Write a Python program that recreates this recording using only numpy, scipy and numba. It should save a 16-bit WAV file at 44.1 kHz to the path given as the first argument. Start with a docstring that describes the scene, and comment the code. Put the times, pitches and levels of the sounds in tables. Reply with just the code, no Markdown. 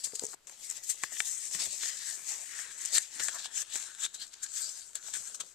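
"""A quiet room: fingers pick and tear at a paper envelope and slide a card out of it, close to a small camera.
Fibres part in dense tiny cracks, built as clumped noise impulses; creases snap with a step and a shudder.
Sheet and pocket ring through moving resonances; low papery knocks are filtered noise; the wrist nudges the table.
A knuckle taps the table early on, as decaying sine modes. Rumble and hiss lie beneath.
The left microphone port faces the paper, the right one is shaded and duller."""
import sys
import numpy as np
from scipy import signal
from scipy.fft import rfft, irfft, next_fast_len
from scipy.io import wavfile
from scipy.ndimage import uniform_filter1d, map_coordinates
from numba import njit

SR = 44100
rng = np.random.default_rng(int(sys.argv[2]) if len(sys.argv) > 2 else 0)


def level_to_linear(level):
    """Convert decibel levels to linear amplitude factors, elementwise."""
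    exponent = np.asarray(level, float) / 20
    return 10 ** exponent


def wrap_up_sound(samples):
    """Save the sound to the file named by the first command line argument, as 16-bit audio."""
    columns = np.atleast_2d(samples).T
    # keep every value between -1 and 1, then stretch to whole-number steps
    tamed = np.clip(columns, -1, 1)
    steps = np.round(tamed * 32767).astype(np.int16)
    wavfile.write(sys.argv[1], SR, steps)


N = 244314  # length (samples)

# Room noise at the left port: pitch_hz, level_db_per_hz
ROOM_NOISE = [(25, -95.5), (45, -99.5), (90, -101), (300, -106), (370, -99), (450, -107), (1000, -108),
              (3000, -109), (7600, -111), (10000, -115), (14000, -117)]
# Room noise, right port against left: pitch_hz, gain_db
ROOM_NOISE_RIGHT = [(40, -5.5), (200, -6), (5000, 3), (8000, -5), (14000, -1.5)]
# The wrist nudges the table: start_s, level_db
WRIST_NUDGES = [(1.549, -50), (1.598, -62), (1.669, -55), (2.086, -63), (2.218, -68), (2.971, -59),
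                (3.2, -58), (3.229, -61), (3.279, -66), (5.2, -61)]
# A knuckle on the table: start_s, level_db, hardness_db_per_octave
KNUCKLE_TAPS = [(0.134, -42.5, 3), (.22, -45, -6), (0.2241, -40, 3), (0.2375, -33, 3), (0.259, -63, -6),
                (0.284, -55, -5)]
# Ringing modes of the table top: pitch_hz, level_db, t60_s
TABLE_MODES = [(150, -11, 0.031), (305, 0, 0.018), (434, 10, 0.0099), (429, -2, 0.1), (473.5, -4.5, 0.11),
               (623, -6, 0.019), (860, -13, 0.068), (1170, -4, 0.0093), (1600, -12, 0.0087)]
# Low papery knocks: flicks near 0.33 s, low bodies of some snaps, crumples:
# start_s, pitch_hz, level_db, length_ms
LOW_PAPER_KNOCKS = [(0.331, 1250, -52.5, 4), (0.3381, 480, -53, 6.1), (.3392, 1190, -52, 2.4),
                    (1.034, 624, -54, 6.8), (1.0357, 1410, -37, 6.2), (1.203, 490, -63, 6.7),
                    (3.199, 454, -55, 8.7), (1.585, 1310, -55, 36), (1.618, 675, -66, 13),
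                    (1.655, 410, -60.5, 23), (1.668, 616, -60, 9.5), (1.722, 507, -64, 28),
                    (2.3, 720, -64.5, 140), (3.284, 865, -48, 5), (3.331, 930, -58.5, 16),
                    (3.345, 860, -54, 32), (3.351, 1330, -51.5, 19), (3.455, 890, -50.5, 5),
                    (3.755, 487, -53.5, 6.7), (3.83, 835, -68, 27), (5.082, 755, -60, 11),
                    (5.403, 1100, -66, 11)]
# Strokes of the fingers, each a swell of cracks:
# peak_s, fibre_crackle_db, rise_ms, fall_ms, sheet_rustle_re_crackle_db
FINGER_STROKES = [(0, -47.5, 50, 70, -13.5), (0.042, -36, 10, 83, -15.5), (.152, -46, 19, 43, -16),
                  (0.235, -48.5, 240, 112, -14), (0.346, -50.5, 560, 8.5, -19), (0.473, -53.5, 4, 170, -13),
                  (.515, -56, 38, 130, -16), (.642, -45.5, 82, 180, -17.5), (.701, -44, 28, 120, -13.5),
                  (.769, -46.5, 75, 54, -12.5), (.84, -42.5, 18, 85, -32), (.88, -41.5, 55, 79, -31),
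                  (0.899, -32, 20, 48, -22), (1.001, -53.5, 660, 100, -12.5), (1.039, -40, 33, 75, -14),
                  (1.131, -42, 44, 290, -12), (1.201, -34, 58, 42, -48), (1.265, -40.5, 87, 200, -20.5),
                  (1.325, -40, 390, 140, -19), (1.47, -42, 360, 240, -17), (1.544, -35, 48, 110, -17),
                  (1.6, -38.5, 58, 150, -14), (1.655, -34, 130, 47, -27), (1.72, -41.5, 83, 210, -26),
                  (1.833, -42, 68, 85, -8.5), (1.88, -38, 155, 110, -15), (1.93, -49.5, 83, 200, -16),
                  (2.09, -40.5, 340, 470, -15), (2.29, -38.5, 70, 235, -13), (2.45, -46.5, 280, 490, -32.5),
                  (2.59, -42, 186, 167, -3.5), (2.72, -49, 180, 180, -7.5), (2.812, -41.5, 89, 350, -9.5),
                  (2.956, -27, 48, 64, -19.5), (2.968, -31, 34, 34, -10.5), (3.029, -44.5, 97, 97, -15),
                  (3.152, -44.5, 71, 320, -10), (3.199, -36, 11, 94, -6.5), (3.24, -31.5, 65, 96, -40),
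                  (3.356, -40.5, 89, 87, -13), (3.392, -45.5, 37, 34, -7), (3.454, -43.5, 64, 53, -7.5),
                  (3.579, -38.5, 83, 72, -8.5), (3.62, -33.5, 110, 23, -21.5), (3.645, -55, 27, 400, -8.5),
                  (3.76, -38, 99, 156, -11.5), (3.82, -48.5, 110, 380, -8.5), (4.005, -42, 27, 114, -17),
                  (4.051, -34.5, 73, 25.5, -11), (4.08, -61, 30, 87, -21), (4.147, -42, 15, 47, -11.5),
                  (4.224, -43, 60, 50, -9.5), (4.271, -54.5, 38, 66, -18), (4.333, -57.5, 6, 32, -12),
                  (4.341, -50.5, 36, 8.5, -10.5), (4.38, -64.5, 160, 330, -0.5),
                  (4.431, -33.5, 3.7, 34, -29), (4.442, -35, 30, 17, -12.5), (4.461, -48, 30, 26, -5.5),
                  (4.574, -37.5, 110, 300, -14), (4.798, -46.5, 600, 197, -17),
                  (4.955, -41, 9.6, 55, -11.5), (5.077, -42, 95, 113, -14.5), (5.139, -37.5, 10, 59, -10.5),
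                  (5.162, -40.5, 28, 140, -14.5), (5.29, -46.5, 420, 160, -14),
                  (5.347, -38.5, 8.3, 27, -18.5), (5.406, -38, 10.4, 30, -7), (5.5, -56.5, 340, 280, -13.5)]
# The held sheet and the pocket between card and envelope ring at pitches that follow the grip:
# time_s, sheet_hz, pocket_hz, crease_rustle_db, flexing_db, sheet_ring_db, pocket_ring_db
# (rustle and flexing for a middling stroke)
GRIP_CHANGES = [(0, 1840, 4680, -54, -74, -12, 3), (.3, 1470, 4930, -57.5, -59, -21, 6.5),
                (.55, 2050, 4260, -48.5, -65.5, -29, -30), (.9, 2010, 4500, -47.5, -69, -17, -22),
                (1.04, 1950, 3320, -45, -68, -2, -20), (1.2, 1910, 3450, -52.5, -70.5, -13.5, -2.5),
                (1.4, 2040, 4700, -52, -74.5, -23, -17), (1.62, 1930, 5500, -41.5, -59.5, -29, -7),
                (1.73, 2090, 4500, -42, -68.5, -24, -18), (1.86, 1910, 5270, -47, -66.5, -5, -30),
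                (2.0, 1800, 5000, -43.5, -72, -4, -19), (2.1, 1840, 4770, -46, -67, -2.5, -15),
                (2.2, 1810, 4700, -55, -68, -18, -21.5), (2.4, 1970, 4700, -47.5, -70, -28, -16),
                (2.55, 1870, 4100, -50.5, -73.5, -14, -28), (2.7, 1790, 4100, -52.5, -73, -12, -11),
                (2.87, 2060, 4730, -50, -70.5, -21, -29), (2.955, 1960, 4440, -44, -69, -6, 1),
                (3.05, 2030, 4440, -47.5, -69.5, -22, -24), (3.2, 1810, 4300, -50.5, -67, -6.5, -14),
                (3.3, 1630, 3760, -42, -66, -2, -15), (3.36, 1520, 4300, -46, -68.5, -2, -10.5),
                (3.46, 1680, 4140, -40.5, -68.5, -6.5, -14), (3.58, 1690, 3580, -48, -68, -9.5, -9),
                (3.7, 1740, 3650, -44.5, -70, -12, -5), (3.82, 1670, 4300, -54, -68, -14.5, -5),
                (3.95, 1600, 3900, -48, -76, -4, -10), (4.05, 1600, 3670, -50, -69, -7.5, 3),
                (4.15, 1600, 3970, -50.5, -72, -8, 0), (4.23, 1660, 4400, -50.5, -73.5, -5.5, 3),
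                (4.35, 1530, 4330, -46.5, -69, -9, -21), (4.46, 1630, 4640, -48.5, -73.5, -6.5, -9.5),
                (4.7, 1610, 4950, -53.5, -72, -9.5, 2.5), (5.03, 1600, 4040, -54.5, -68, -8, -4),
                (5.15, 1600, 3750, -53, -66.5, -10.5, -0.5), (5.31, 1500, 4670, -50, -68.5, -6.5, -28),
                (5.41, 1240, 3630, -46, -64.5, -1, -7.5), (5.54, 1600, 4200, -53, -66, -9, -24)]
# Creases letting go: start_s, level_db, strongest_octaves_under_fibre_band, fall_from_there_db_per_octave
CREASE_SNAPS = [(0.072, -39.5, 3.5, 3.5), (0.122, -43, 1.5, 5), (0.1532, -22, -0.6, 11),
                (0.155, -20, -0.58, 11), (0.1604, -26.5, -0.1, 15), (0.1946, -21, -0.16, 10.5),
                (0.2361, -21.5, -0.15, 23), (0.245, -27, 0, 21), (.252, -23.5, 0, 26),
                (0.266, -25.5, 0, 24), (0.287, -30, -0.5, 16), (.2955, -32, -0.5, 18),
                (0.4705, -35.5, 0, 7), (0.4958, -37, 0.5, 5.5), (0.6998, -21.5, 0, 17),
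                (0.711, -17, -0.57, 14), (.8355, -26, -0.6, 12), (0.8992, -16, -0.5, 11),
                (.906, -22, 0.57, 20), (1.0355, -20.5, 0.5, 2.5), (1.0398, -33, 2, 2.5),
                (1.121, -43.5, 1, -0.5), (1.1687, -30.5, 1, 7), (1.2032, -10.5, 1.4, 9.5),
                (1.512, -33, 0, 6), (1.5485, -26, 0, 4), (1.588, -31, 0.5, 8), (1.6575, -21, 0.5, 12),
                (1.8103, -28, 0.6, 15), (1.8334, -25, 0.8, 5), (1.8575, -32, 1, 7), (1.93, -35, -1.5, 5),
                (1.9737, -27, 0.4, 14), (2.124, -31, 0.5, 16), (2.4099, -49.5, 0, 3),
                (2.851, -13, -0.5, 19), (2.857, -18, 0, 24), (2.9784, -17, 0.34, 5), (2.981, -8, 0.31, 16),
                (2.9823, -7.5, 0.34, 16), (3.1973, -24.5, 1, 4), (3.2024, -24, 1, 4),
                (3.284, -19.5, 0.7, 5), (3.2918, -27, 0.5, 5.5), (3.361, -48, 3, 11), (3.4457, -29, 1, 16),
                (3.457, -21.5, 0.63, 20), (3.548, -43, -1, 4.5), (3.7567, -24.5, -0.5, 3.5),
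                (3.807, -28, 1.4, 21), (3.817, -26, -1, 7), (3.826, -27, 0.5, 10), (3.837, -29, -0.45, 6),
                (3.949, -31.5, 0.5, 10), (3.987, -40, 1.1, 7), (4.035, -24.5, 0.16, 10.5),
                (4.043, -27, 0.5, 5.5), (4.0485, -26.5, 0, 4.5), (4.053, -25, -1, 12),
                (4.062, -25, 0.34, 7), (4.145, -46, 2.8, 9), (4.464, -32, 0.6, 12), (4.932, -41, 0, 7),
                (4.954, -23.5, -0.47, 6.5), (5.0273, -36, 0.5, 8), (5.084, -42.5, 2, 3),
                (5.138, -23.5, 0.43, 14), (5.301, -46, 5, 2), (5.348, -48, -5, 21), (5.401, -30, -0.3, 4.5),
                (5.406, -38, 2, 19)]
# Gain on the top of the fibre rustle: time_s, gain_db
RUSTLE_TREBLE = [(0, 2), (.8, 5), (1.2, 0), (2.4, 0), (3, -1.5), (3.9, -2), (4.4, -1.5), (5.54, -1.5)]
# Bands of the four grain sizes, fibre, crease, sheet, flexing: low_hz, high_hz
GRAIN_BANDS = [(5500, 16000), (2700, 5500), (1000, 2700), (120, 1000)]
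# How much slower each grain size swells and fades (times), in the same order
GRAIN_LINGER = [1, 1.1, 1.3, 1.9]
# Colour of the paper at the left port, then the right: pitch_hz, relative_level_db_per_hz
LEFT_PORT = [(100, -32), (1000, -25), (1450, -17.5), (1850, -11.5), (2250, -9), (2750, -12.5),
             (3400, -11.5), (4500, -10.5), (5500, -8), (6500, -4), (7600, 2), (8500, -4), (9500, -13),
             (11200, -20), (14200, -19.5)]
RIGHT_PORT = [(100, -43.5), (1000, -34.5), (1800, -25), (2500, -20.5), (3400, -18.5), (4800, -15.5),
              (5700, -12), (6500, -8), (7100, -10), (8200, -25.5), (10000, -33), (12000, -51),
              (14200, -54.5)]
# Likeness of the rustle at the two ports: pitch_hz, likeness (0 to 1)
PORT_LIKENESS = [(200, 0.65), (800, 0.8), (1900, 0.71), (2700, 0.51), (3400, 0.68), (4500, 0.38),
                 (6000, 0.23), (9000, 0.043), (14000, .05)]

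FINEST_HZ = 10100  # above this only the finest fibres sound in a snap
M = next_fast_len(N + 8192)  # transform length with room for tails (samples)
HZ = np.fft.rfftfreq(M, 1 / SR)


def along(points, hz):
    """Reads a curve of (pitch, value) points on a log pitch axis."""
    f, v = np.transpose(points)
    return np.interp(np.log(hz + 1), np.log(f + 1), v)


def curves(rows):
    """One value per sample for each column after the time."""
    s, *columns = np.transpose(rows)
    return np.array([np.interp(np.arange(N) / SR, s, column) for column in columns])


def causal(db):
    """Minimum-phase response with the given gain, so nothing sounds before its cause."""
    cepstrum = irfft(db * np.log(10) / 20, M)
    cepstrum[1:M // 2] *= 2
    cepstrum[M // 2 + 1:] = 0
    return np.exp(rfft(cepstrum))


def band_db(low_hz, high_hz):
    """Gain of a band whose two edges are 3 dB down, for power-complementary neighbours."""
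    return -10 * np.log10((1 + (low_hz / (HZ + 1)) ** 8) * (1 + (HZ / high_hz) ** 8))


def wobble(rate):
    """A smooth random curve, rate knots a second."""
    knots = rng.standard_normal(int(N * rate / SR) + 4)
    return map_coordinates(knots, [np.arange(N) * rate / SR])


def room():
    """Room rumble and microphone hiss: shaped noise, mostly unrelated between the ports."""
    white = rfft(rng.standard_normal((2, M)))
    a, b = white * level_to_linear(along(ROOM_NOISE, HZ)) * np.sqrt(SR / 2)
    right = (0.2 * a + b) * level_to_linear(along(ROOM_NOISE_RIGHT, HZ))
    return irfft([a, right], M)[:, :N]


def thuds():
    """A dull push with no ring: a puff of low noise, partly different at each port."""
    out, t = np.zeros((2, N + SR)), np.arange(SR // 8) / SR
    low = signal.butter(2, [60, 200], "band", fs=SR, output="sos")
    bursts = rng.standard_normal((len(WRIST_NUDGES), 2, len(t)))
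    for (s, level_db), (a, b) in zip(WRIST_NUDGES, bursts):
        fading = np.array([a, 0.74 * a + 0.77 * b]) * level_to_linear(-60 * t / 0.09)
        puff = signal.sosfilt(low, fading)
        out[:, round(s * SR):][:, :len(t)] += level_to_linear(level_db) * puff / np.abs(puff).max()
    return out[:, :N] * level_to_linear([[4], [-2]])


def taps():
    """Taps ring the table's modes in uneven strengths; harder ones reach the higher modes."""
    out, t = np.zeros(N + SR), np.arange(SR // 8) / SR
    unevenness_db = rng.normal(0, 2.0, (len(KNUCKLE_TAPS), len(TABLE_MODES)))
    for (s, tap_db, hard_db), luck in zip(KNUCKLE_TAPS, unevenness_db):
        ring = np.zeros(len(t))
        for (hz, mode_db, t60), luck_db in zip(TABLE_MODES, luck):
            start_db = mode_db + luck_db + hard_db * np.log2(hz / 450)
            ring += level_to_linear(start_db - 60 * t / t60) * np.sin(2 * np.pi * hz * t)
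        soft_start = 1 - np.exp(-t / 0.00056)
        out[round(s * SR):][:len(t)] += level_to_linear(tap_db - 7.0) * ring * soft_start
    # remove the slow offset that the soft-started modes leave
    centred = signal.sosfilt(signal.butter(2, 130, "high", fs=SR, output="sos"), out[:N])
    return centred * level_to_linear([[3], [-4]])


def low_paper_knocks():
    """Short bursts of noise ring a broad low resonance, each set by its listed level, nearly alike at both ports."""
    spread = 0.4  # widens the resonance to pitch / 1.4 .. pitch * 1.4
    out, t = np.zeros((2, N + SR)), np.arange(SR // 6) / SR
    noises = rng.standard_normal((len(LOW_PAPER_KNOCKS), 3, len(t)))
    for (s, hz, level_db, length_ms), (a, b, size) in zip(LOW_PAPER_KNOCKS, noises):
        u = 1000 * t / length_ms  # 0 at the start, 1 at the end
        envelope = np.sin(np.pi * np.minimum(u, 1)) ** 0.19
        burst = np.array([a, 0.86 * a + 0.21 * b]) * level_to_linear(2.2 * size) * envelope
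        edges_hz = [hz / (1 + spread), hz * (1 + spread)]
        knock = signal.sosfilt(signal.butter(2, edges_hz, "band", fs=SR, output="sos"), burst)
        out[:, round(s * SR):][:, :len(t)] += level_to_linear(level_db) * knock / knock[0, u < 1].std()
    return out[:, :N] * level_to_linear([[3], [-5]])


def cracks(per_s, spread_db, clumps):
    """Two unrelated streams of tiny cracks with the same timing and sizes, rms 1."""
    chance = rng.random(N) < per_s / SR
    sizes = level_to_linear(spread_db * rng.exponential(size=N)) * chance * clumps
    pair = sizes * rng.standard_normal((2, N))
    return pair / np.sqrt(np.mean(pair ** 2))


def patchy(x, depth_db, broad_db):
    """The bent sheet favours other narrow modes, and other broad regions, from moment to moment."""
    z = signal.stft(x, nperseg=512)[2]

    def drift(bins):
        over_pitch = uniform_filter1d(rng.standard_normal(z.shape[1:]), size=bins, axis=0)
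        smooth = uniform_filter1d(over_pitch, size=8, axis=1)
        return smooth / smooth.std()

    gain_db = depth_db * drift(3) + broad_db * drift(30)
    return signal.istft(z * level_to_linear(gain_db), nperseg=512)[1][:, :N]


def handling():
    """Level of each grain size: strokes swell and fade evenly in dB under a rounded top, and add in power."""
    usual_db, usual_sheet_db = -42, -14  # a middling stroke
    crease_grows, flex_grows = 0.83, 0.57  # dB per dB of fibre crackle
    crease_follows, flex_follows = 0.46, 0.59  # dB per dB of sheet rustle
    s, fibre_db, rise_ms, fall_ms, sheet_db = np.transpose(FINGER_STROKES)[..., None]
    step = np.arange(0, N, 32)  # levels are worked out every 32 samples
    ms = 1000 * (step / SR - s)
    u = np.where(ms < 0, -ms / rise_ms, ms / fall_ms)  # distance from the peak in rise or fall times
    away_db = 25.5 * u * u / (u + 0.06)  # 0.06 rounds the top
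    force_db, coarse_db = fibre_db - usual_db, sheet_db - usual_sheet_db
    peaks = [fibre_db,
             crease_grows * force_db + crease_follows * coarse_db,
             fibre_db + sheet_db,
             flex_grows * force_db + flex_follows * coarse_db]
    gains = [np.sqrt(np.sum(level_to_linear(db - away_db / slow) ** 2, axis=0)) for db, slow in zip(peaks, GRAIN_LINGER)]
    smooth = np.array([np.interp(np.arange(N), step, gain) for gain in gains])
    crease_db, flex_db = curves(GRIP_CHANGES)[2:4]
    unchanged = np.zeros(N)
    return smooth * level_to_linear(np.array([unchanged, crease_db, unchanged, flex_db]))


def rustle():
    """Slipping and tearing: cracks come in clumps, partly shared by all grain sizes."""
    shared = 0.62 * wobble(40) + 0.68 * wobble(300)  # dB
    fibre = cracks(9000, 0.87, level_to_linear(shared + 0.8 * wobble(25.08)))
    fibre = patchy(fibre, depth_db=1.5, broad_db=1.5)
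    crease = cracks(14000, 1.07, level_to_linear(shared + 2.1 * wobble(30)))
    crease = patchy(crease, depth_db=2.5, broad_db=1.0)
    sheet = cracks(8000, 0.38, level_to_linear(shared + 1.73 * wobble(40)))
    sheet = patchy(sheet, depth_db=2.0, broad_db=-0.8)
    flexing = cracks(4000, 2.5, level_to_linear(2.1 * shared + 0.27 * wobble(23)))
    flexing = patchy(flexing, depth_db=3.0, broad_db=0.76)
    # single fibres, heard at all sizes at once
    ticks = cracks(250, 3.0, level_to_linear(2.5 * wobble(20)))
    ticks = ticks * level_to_linear([-16.5, -20, -17, -28])[:, None, None]
    top = signal.sosfiltfilt(signal.butter(3, FINEST_HZ, "high", fs=SR, output="sos"), fibre)
    fibre = fibre + (level_to_linear(curves(RUSTLE_TREBLE)[0]) - 1) * top
    return (np.array([fibre, crease, sheet, flexing]) + ticks) * handling()[:, None]


def snaps():
    """A buckling crease lets go at once: a step, strongest in some grain sizes, and a short shudder."""
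    # each list: fibre, crease, sheet, flexing, finest fibres
    octaves_under = np.array([0, 0.98, 2, 4, -0.8])
    size_db = np.array([0, 0, 0, -10, -8])  # a snap hardly bends the whole sheet
    t60_s = 0.012 * np.array([[1], [1.2], [1.5], [2.5], [0.7]])
    step_gain = np.array([2.16, 3.56, 5.45, 5.3, 1.24])
    out, t = np.zeros((5, 2, N + SR)), np.arange(SR // 16) / SR
    bursts = rng.standard_normal((len(CREASE_SNAPS), 2, len(t)))
    for (s, level_db, centre, fall_db), burst in zip(CREASE_SNAPS, bursts):
        db = level_db - fall_db * np.abs(octaves_under - centre) + size_db
        shape = level_to_linear(db[:, None] - 60 * t / t60_s) * (1 - np.exp(-t / 0.00037))
        even = burst / burst[:, :SR // 700].std(axis=1, keepdims=True)  # same strength at every onset
        start = round(s * SR)
        out[:, :, start:][..., :len(t)] += 0.68 * shape[:, None] * even
        step = np.sign(burst[0, 0]) * step_gain * level_to_linear(db)
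        out[:, :, start + 8] += step[:, None]  # alike at both ports
    low = signal.butter(4, FINEST_HZ, "low", fs=SR, output="sos")
    high = signal.butter(4, FINEST_HZ, "high", fs=SR, output="sos")
    out[0] = signal.sosfilt(low, out[0]) + signal.sosfilt(high, out[4])
    return out[:4, :, :N]


@njit
def resonate(x, turn, pole):
    """Two-pole resonance whose centre moves; its gain does not follow the centre."""
    y = np.zeros_like(x)
    for c in range(2):
        for n in range(2, x.shape[1]):
            fed = np.sin(turn[n]) * x[c, n]
            y[c, n] = fed + 2 * pole * np.cos(turn[n]) * y[c, n - 1] - pole * pole * y[c, n - 2]
    return y * np.sqrt(2 * (1 - pole * pole))


def ringing(x, hz, width_hz, ring_db):
    """The grains plus what they set ringing; a stronger ring drains the rest of the band."""
    drain, usual_ring_db = 0.27, -11  # dB lost beside the ring per dB that it gains over the usual
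    ring = resonate(x, 2 * np.pi * hz / SR, np.exp(-np.pi * width_hz / SR))
    return level_to_linear(-drain * (ring_db - usual_ring_db)) * x + level_to_linear(ring_db) * ring


def paper():
    """Each grain size passes its band and both ports; the right hears it slightly sooner, partly from elsewhere."""
    left, right = causal(along(LEFT_PORT, HZ)), causal(along(RIGHT_PORT, HZ))
    alike = np.clip(along(PORT_LIKENESS, HZ), 0, 1)
    unlike = np.sqrt(1 - alike ** 2)
    sooner = np.exp(2j * np.pi * HZ * 0.00004)  # 40 microseconds
    sudden = snaps()
    # creases and sheet take part of a snap through their ring and part dry
    grains = rustle() + sudden * np.array([1, 0.58, 0.58, 1])[:, None, None]
    sheet_hz, pocket_hz, _, _, sheet_db, pocket_db = curves(GRIP_CHANGES)
    grains[1] = 0.54 * ringing(grains[1], pocket_hz, width_hz=700, ring_db=pocket_db)
    grains[2] = 0.58 * ringing(grains[2], sheet_hz, width_hz=340, ring_db=sheet_db)
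    grains[1:3] += 0.25 * sudden[1:3]
    total = np.zeros((2, len(HZ)), complex)
    for (low_hz, high_hz), (near, other) in zip(GRAIN_BANDS, rfft(grains, M)):
        band = causal(band_db(low_hz, high_hz))
        # even out the bands by their power in the mean of both ports
        port_power = np.abs(left + alike * right) ** 2 + unlike ** 2 * np.abs(right) ** 2
        centre_power = np.abs(band) ** 2 * port_power / 4
        band /= np.sqrt(centre_power.mean())
        at_right = right * sooner * (alike * near + unlike * other)
        total += band * [left * near, at_right]
    return irfft(total, M)[:, :N]


def scene():
    """Room, table and paper together."""
    return room() + thuds() + taps() + low_paper_knocks() + paper()


def roll_off(x):
    """The treble ends steeply here."""
    return signal.sosfilt(signal.butter(12, 15540, fs=SR, output="sos"), x)


def record(dry):
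    """The finished mix has next to nothing above a steep band limit."""
    limit_hz = 14180
    finished = irfft(rfft(dry, M) / (1 + (HZ / limit_hz) ** 400), M)[:, :N]
    return roll_off(finished)


dry = scene()
out = record(dry)
wrap_up_sound(out)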